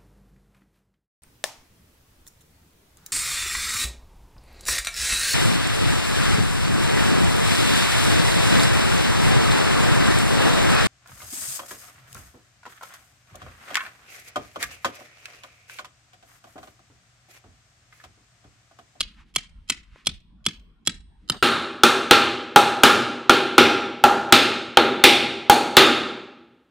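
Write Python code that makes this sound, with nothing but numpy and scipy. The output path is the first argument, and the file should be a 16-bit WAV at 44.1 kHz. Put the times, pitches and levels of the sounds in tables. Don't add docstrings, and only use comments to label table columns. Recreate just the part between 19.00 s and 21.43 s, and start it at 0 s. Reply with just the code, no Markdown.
import sys
import numpy as np
from scipy import signal
from scipy.fft import rfft, irfft, next_fast_len
from scipy.io import wavfile
from scipy.ndimage import uniform_filter1d

SR = 44100
rng = np.random.default_rng(int(sys.argv[2]) if len(sys.argv) > 2 else 0)


def elevation(decibels):
    levels = np.asarray(decibels, float)
    return 10 ** (levels / 20)


def bounce(signal):
    frames = np.transpose(np.atleast_2d(signal))
    limited = np.clip(frames, -1, 1)
    pcm = np.round(limited * 32767).astype(np.int16)
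    wavfile.write(sys.argv[1], SR, pcm)


N = 106986

BLOW_START_S = [.0058, .3602, .6979, 1.0691, 1.463, 1.8727, 2.2979]
# strength in dB, brightness in dB, chatter length in seconds.
BLOW_STEEL = [(-6, -22, 0.011), (-4, -16, 0.0069), (-5, -12, 0.011), (-3.5, -19, 0.0071), (-4, -17, 0.006),
              (-3, -14.5, 0.0054), (-4.5, -19, 0.0052)]
# head ring in dB, main peg ring in dB, low body in dB, echo in dB.
BLOW_LANDING = [(-5.5, -11.5, -7.5, -1.2), (2.5, 2.5, -6.6, -1.24), (-1.5, -1.5, -0.5, 0),
                (-5, -4, -7, -2.95), (-2.5, -3, -5.7, -1), (6.5, -1.5, -3, -1.3), (18, -5.5, -3.5, .1)]
MAIN_RING_HZ = [3290, 3345, 3250, 3360, 3420, 3360, 3090]
TOP_HEAD_RING_DB = [-14, -12, -8, -7, 1, -12, 5]
# peak in dB, rebound frequency in Hz.
SOIL_THUMPS = [(-44.5, 230), (-36.5, 164), (-36, 250), (-30.5, 160), (-26, 177.4), (-26.5, 170),
               (-25.5, 165)]
REBOUND_DELAY_S = [.018, .02, .02, .0194, .0185, .0173, .0166]
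PEG_RING_HZ = [1300, 1480, 2300, 2850, 4220, 5150, 5800, 7080, 7770, 8510, 9490, 10930, 13150]
# level in dB, T60 in seconds.
PEG_RINGS = [(-20, 0.032), (-13.5, .014), (-18.5, 0.06), (-52.5, 0.042), (-5.5, 0.013), (-18.5, 0.025),
             (-25, 0.012), (-0.5, 0.0053), (-32.5, 0.0053), (-14.5, 0.014), (-18.5, 0.0092), (-22, 0.033),
             (-31.5, 0.02)]
HEAD_RING_HZ = [3360, 5200, 7090, 8505, 12090]
# level in dB, T60 in seconds.
HEAD_RINGS = [(-69.5, 0.78), (-64, 0.27), (-70, 0.4), (-68.5, 0.92), (-63.5, .55)]
# frequency in Hz, level in dB.
CRACK_SPECTRUM = [(600, -47.5), (950, -28), (1300, -3.5), (2001, 7), (3700, 6.7), (5501, 2.5), (9001, -8.5),
                  (15000, -40.5)]
# frequency in Hz, level in dB.
SOIL_SPECTRUM = [(50, -13.5), (100, -0.5), (250, 1.5), (500, -18.5), (1000, -50.5)]
# delay in seconds, level in dB, smear in seconds.
WALL_ECHOES = [(0.0201, -14, 0.0065), (0.045, -29.5, 0.0027), (0.068, -29.5, 0.017), (0.131, -42.5, 0.0056)]
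# frequency in Hz, T60 in seconds.
FIELD_T60 = [(300, .2), (1000, .3), (2500, .42), (5000, .36), (9000, .27), (14000, .2)]
# frequency in Hz, level in dB.
FAR_AIR_LOSS = [(3500, 0), (6000, -11), (10000, -28)]
# frequency in Hz, level in dB.
ECHO_SPECTRUM = [(200, -10.5), (800, 6.5), (2301, 1.5), (3400, -1), (6001, -3.5), (10002, -2.54),
                 (14001, -17)]
# middle in seconds,
# length in seconds, level in dB, centre in Hz.
RUSTLES = [(0.088, 0.28, -64, 2500), (0.202, .07, -56.5, 1852), (0.807, 0.48, -68.5, 2200),
           (0.982, 0.12, -57.5, 2070), (2.244, 0.17, -76, 2690), (2.344, 0.051, -43, 960),
           (0.292, 0.075, -68.5, 2600), (0.604, 0.43, -78.5, 3387), (2.359, 0.042, -42, 200)]
# start in seconds, level in dB, frequency in Hz.
KNOCKS = [
    (.052, -50.5, 600),
    (0.96, -39.5, 592),
]
# frequency in Hz, level in dB per Hz.
AIR_SPECTRUM = [(18, -32.5), (30, 3), (59, -7), (102, -18), (200, -14.5), (524, -42), (1090, -38),
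                (2370, -49), (15000, -77.5)]
# frequency in Hz, likeness from 0 to 1.
AIR_LIKENESS = [(30, 0.71), (100, 1), (300, 0.62), (2000, 0.17), (10000, 0.45)]
# frequency in Hz, level in dB.
RIGHT_LIFT_DB = [(500, .3), (1500, .4), (3000, -.3), (5000, .7), (8500, 3), (13000, 2.5)]
# frequency in Hz, phase in radians.
LEFT_PHASE_RAD = [(100, 0), (700, -.25), (1400, -.45), (2800, -.8), (5600, -1.55), (7300, -1.9),
                  (9000, -.9), (12000, -1.7)]
# frequency in Hz, level in dB.
MIC_ROLLOFF = [(13000, 0), (15000, -10), (16300, -40)]
# lead in seconds, level in dB, smear in seconds.
PRE_LEAKS = [(.0109, -24, .0005), (.0215, -38, .001), (.014, -40, .006)]

CONTACTS_PER_S, CONTACT_RISE_S, CONTACT_SPREAD_DB, CHATTER_FALL_DB = 6000, .0008, 2.5, -7
MAIN_T60_S, MODE_SPREAD_DB, CRACK_DB, ECHO_RING_DB = .03, 2, 17, -11
PUSH_HZ, PUSH_S, PUSH_WIDTH_S = 255, .0052, .002
REBOUND_DB, REBOUND_WIDTH_S, REBOUND_T60_S = 2.7, .004, .022
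SHUDDER_DB, SHUDDER_T60_S = -8, .22
FIELD_DB, FIELD_START_S, FIELD_RISE_S = -18.5, .0098, .0065
FIELD_END_S, FIELD_END_DB = .113, -7
FAR_DB, FAR_T60_S = -48.5, 2.3
AIR_DB, PATCH_DB, GUST_DB = -53, 4.7, 4.5
HUM_HZ, HUM_WIDTH_HZ, HUM_DB = 47, 18, -60
LEAD_IN_S = .5


def read(points, hz):
    f, value = np.transpose(points)
    return np.interp(np.log(hz + 1), np.log(f + 1), value)


def evened(x):
    return x / np.sqrt(np.mean(x ** 2) + 1e-20)


def add(mix, s, sound):
    part = mix[..., round(max(s, 0) * SR):][..., :sound.shape[-1]]
    part += sound[..., :part.shape[-1]]


def colour(x, points, sign=1, phase=((1, 0),), causal=False):
    size = 2 * next_fast_len(x.shape[-1] // 2 + 2048)
    hz = np.fft.rfftfreq(size, 1 / SR)
    gain = elevation(sign * read(points, hz))
    turn = read(phase, hz)
    if causal:
        log_gain = np.log(np.r_[gain, gain[-2:0:-1]])
        turn = -signal.hilbert(log_gain).imag[:len(hz)]
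    return irfft(rfft(x, size) * gain * np.exp(1j * turn), size)[..., :x.shape[-1]]


def ring(hz, db, t60_s, count):
    t = np.arange(count) / SR
    return elevation(db - 60 * t / t60_s) * np.sin(2 * np.pi * hz * t)


def chatter(length_s):
    chance, side, size = rng.random((3, 800))
    t = np.arange(800) / SR
    hold = np.minimum(t / CONTACT_RISE_S + .3, 1) * elevation(CHATTER_FALL_DB * t / length_s)
    hold = hold / (1 + (t / length_s) ** 8)
    hits = (chance < CONTACTS_PER_S / SR) * np.sign(side - .5)
    return hits * elevation(-CONTACT_SPREAD_DB * np.log(size + .05)) * hold


def peg_ring(main_hz, main_db):
    vary_db = MODE_SPREAD_DB * rng.standard_normal(len(PEG_RINGS))
    peg = ring(main_hz, main_db, MAIN_T60_S, count=20000)
    for hz, (db, t60_s), change_db in zip(PEG_RING_HZ, PEG_RINGS, vary_db):
        peg = peg + ring(hz, db + change_db, t60_s, count=20000)
    return peg


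def head_ring(head_db, top_db, count):
    head = np.zeros(count)
    for hz, (db, t60_s) in zip(HEAD_RING_HZ, HEAD_RINGS):
        lift_db = top_db if hz == HEAD_RING_HZ[-1] else head_db
        head = head + ring(hz, db + lift_db, t60_s, count)
    return head


def blow(db, bright_db, chatter_s, main_hz, top_db, head_db, main_db, body_db, echo_db):
    contacts = chatter(chatter_s)
    peg = peg_ring(main_hz, main_db)
    sound = signal.fftconvolve(contacts[None], peg[None], axes=1) * elevation([[0], [ECHO_RING_DB]])
    crack = colour(np.pad(contacts, (0, 500)), CRACK_SPECTRUM, causal=True)
    add(sound, 0, elevation(CRACK_DB) * crack)
    tilt = [(2400, body_db), (3000, 0), (4500, 0), (7000, bright_db + 16)]
    sound = colour(sound, tilt, causal=True)
    head = head_ring(head_db, top_db, sound.shape[1])
    steel = sound / np.linalg.norm(sound, axis=1)[:, None] * 5 * elevation([[0], [echo_db]])
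    return elevation(db) * (steel + head * [[1], [0]])


def thump(delay_s, db, hz):
    t = np.arange(12000) / SR
    since_push = t - PUSH_S
    push = np.exp(-(since_push / PUSH_WIDTH_S) ** 2)
    push = push * np.sin(2 * np.pi * PUSH_HZ * since_push * (1.3 - 40 * t))
    u = t - delay_s
    fade = np.where(u < 0, np.exp(-(u / REBOUND_WIDTH_S) ** 2), elevation(-60 * u / REBOUND_T60_S))
    rebound = elevation(REBOUND_DB) * fade * np.cos(2 * np.pi * hz * u)
    shudder = evened(colour(rng.standard_normal(len(t)), SOIL_SPECTRUM))
    shudder = shudder * np.clip(t / delay_s, 0, 1) * elevation(SHUDDER_DB - 60 * t / SHUDDER_T60_S)
    return elevation(db) * (push - rebound + shudder)


def surroundings():
    t = np.arange(SR // 2) / SR
    shared = rng.standard_normal((3, len(t)))
    taps = .8 * shared[0] + .6 * shared[1:]
    walls = np.zeros(len(t))
    for delay_s, db, smear_s in WALL_ECHOES:
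        smear = np.exp(-np.maximum(t - delay_s, 0) / smear_s) / np.sqrt(smear_s * SR / 2)
        walls = walls + elevation(db) * (t > delay_s) * smear
    hz, frame_s, z = signal.stft(rng.standard_normal((2, len(t))), SR, nperseg=256)
    near_db = FIELD_DB + FIELD_END_DB * (frame_s > FIELD_END_S)
    near_db = near_db - 60 * frame_s / read(FIELD_T60, hz)[:, None]
    far_db = FAR_DB + read(FAR_AIR_LOSS, hz)[:, None] - 60 * frame_s / FAR_T60_S
    tail = z * (elevation(near_db) + elevation(far_db))
    field = signal.istft(tail, SR, nperseg=256)[1][:, :len(t)] / 30
    onset = np.clip((t - FIELD_START_S) / FIELD_RISE_S, 0, 1)
    return colour(taps * walls + field * onset, ECHO_SPECTRUM)


def rustle(length_s, db, hz):
    count = 12000
    t = np.arange(count) / SR - count / SR / 2
    grains = rng.standard_normal((2, count)) * elevation(rng.exponential(1, (2, count)))
    spectrum = [(hz / 4, -25), (hz * .53, -1.5), (hz * 1.2, -1.5), (hz * 4, -22), (hz * 8, -45)]
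    band = colour(grains + 2.1 * grains[::-1], spectrum)
    return elevation(db) * evened(band) * np.exp(-(2 * t / length_s) ** 2)


def knock(db, hz):
    return sum(ring(k * hz, db - 3 * k, .012, count=2000) for k in (1, 1.7, 2.4, 3.2))


def air():
    size, hop = 2048, 256
    hz = np.fft.rfftfreq(size, 1 / SR)
    a, b, c, d, patches = rng.standard_normal((N // hop + 5, len(hz), 5)).T
    patches = uniform_filter1d(uniform_filter1d(patches, size=10, axis=0), size=12, axis=1)
    level = elevation(read(AIR_SPECTRUM, hz)[:, None] + PATCH_DB * evened(patches))
    same = np.clip(read(AIR_LIKENESS, hz), -1, 1)[:, None]
    left = a + 1j * b
    right = same * left + np.sqrt(1 - same ** 2) * (c + 1j * d)
    z = np.array([left, right]) * level
    wash = evened(signal.istft(z, nperseg=size, noverlap=size - hop)[1][:, :N])
    f = np.fft.rfftfreq(N, 1 / SR)
    hum_band = np.exp(-((f - HUM_HZ) / HUM_WIDTH_HZ) ** 2)
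    hum = evened(irfft(rfft(rng.standard_normal(N)) * hum_band, N))
    gusts = evened(irfft(rfft(rng.standard_normal(N)) * (f > 1) * (f < 6), N))
    low = colour(wash, [(90, 0), (160, -40)])
    gusty = wash + low * (elevation(GUST_DB * gusts) - 1)
    return elevation(AIR_DB) * gusty + elevation(HUM_DB + GUST_DB * gusts) * hum


def scene():
    lead = round(LEAD_IN_S * SR)
    near, far = np.zeros(N), np.zeros((2, N + SR))
    blows = zip(BLOW_START_S, BLOW_STEEL, SOIL_THUMPS, REBOUND_DELAY_S, MAIN_RING_HZ,
                TOP_HEAD_RING_DB, BLOW_LANDING)
    for s, steel_row, soil_row, delay_s, main_hz, top_db, landing in blows:
        steel = blow(*steel_row, main_hz, top_db, *landing)
        add(near, s, steel[0])
        add(near, s, thump(delay_s, *soil_row))
        add(far[:, lead:], s, signal.fftconvolve(steel[1:], surroundings(), axes=1))
    for middle_s, length_s, db, hz in RUSTLES:
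        add(far, middle_s + LEAD_IN_S - 6000 / SR, rustle(length_s, db, hz))
    for s, db, hz in KNOCKS:
        add(near, s, knock(db, hz))
    left = colour(near, RIGHT_LIFT_DB, -1, LEFT_PHASE_RAD)
    right = colour(near, RIGHT_LIFT_DB)
    return np.array([left, right]) + far[:, lead:][:, :N] + air()


def top_cut(x):
    return signal.sosfilt(signal.butter(12, 16640, fs=SR, output="sos"), x)


def record(dry):
    t = np.arange(1400) / SR
    heard = colour(dry, MIC_ROLLOFF)
    leak = np.zeros(len(t))
    for lead_s, db, smear_s in PRE_LEAKS:
        bump = np.exp(-((t - lead_s + smear_s) / smear_s) ** 2)
        leak = leak + elevation(db) * bump / np.sqrt(smear_s * SR)
    treble = colour(heard, [(400, -30), (1200, 0), (14000, -3)])
    smears = leak * rng.standard_normal((2, len(t)))
    ahead = signal.fftconvolve(treble[:, ::-1], smears, axes=1)[:, :N][:, ::-1]
    return top_cut(heard + ahead)


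dry = scene()
out = record(dry)
bounce(out)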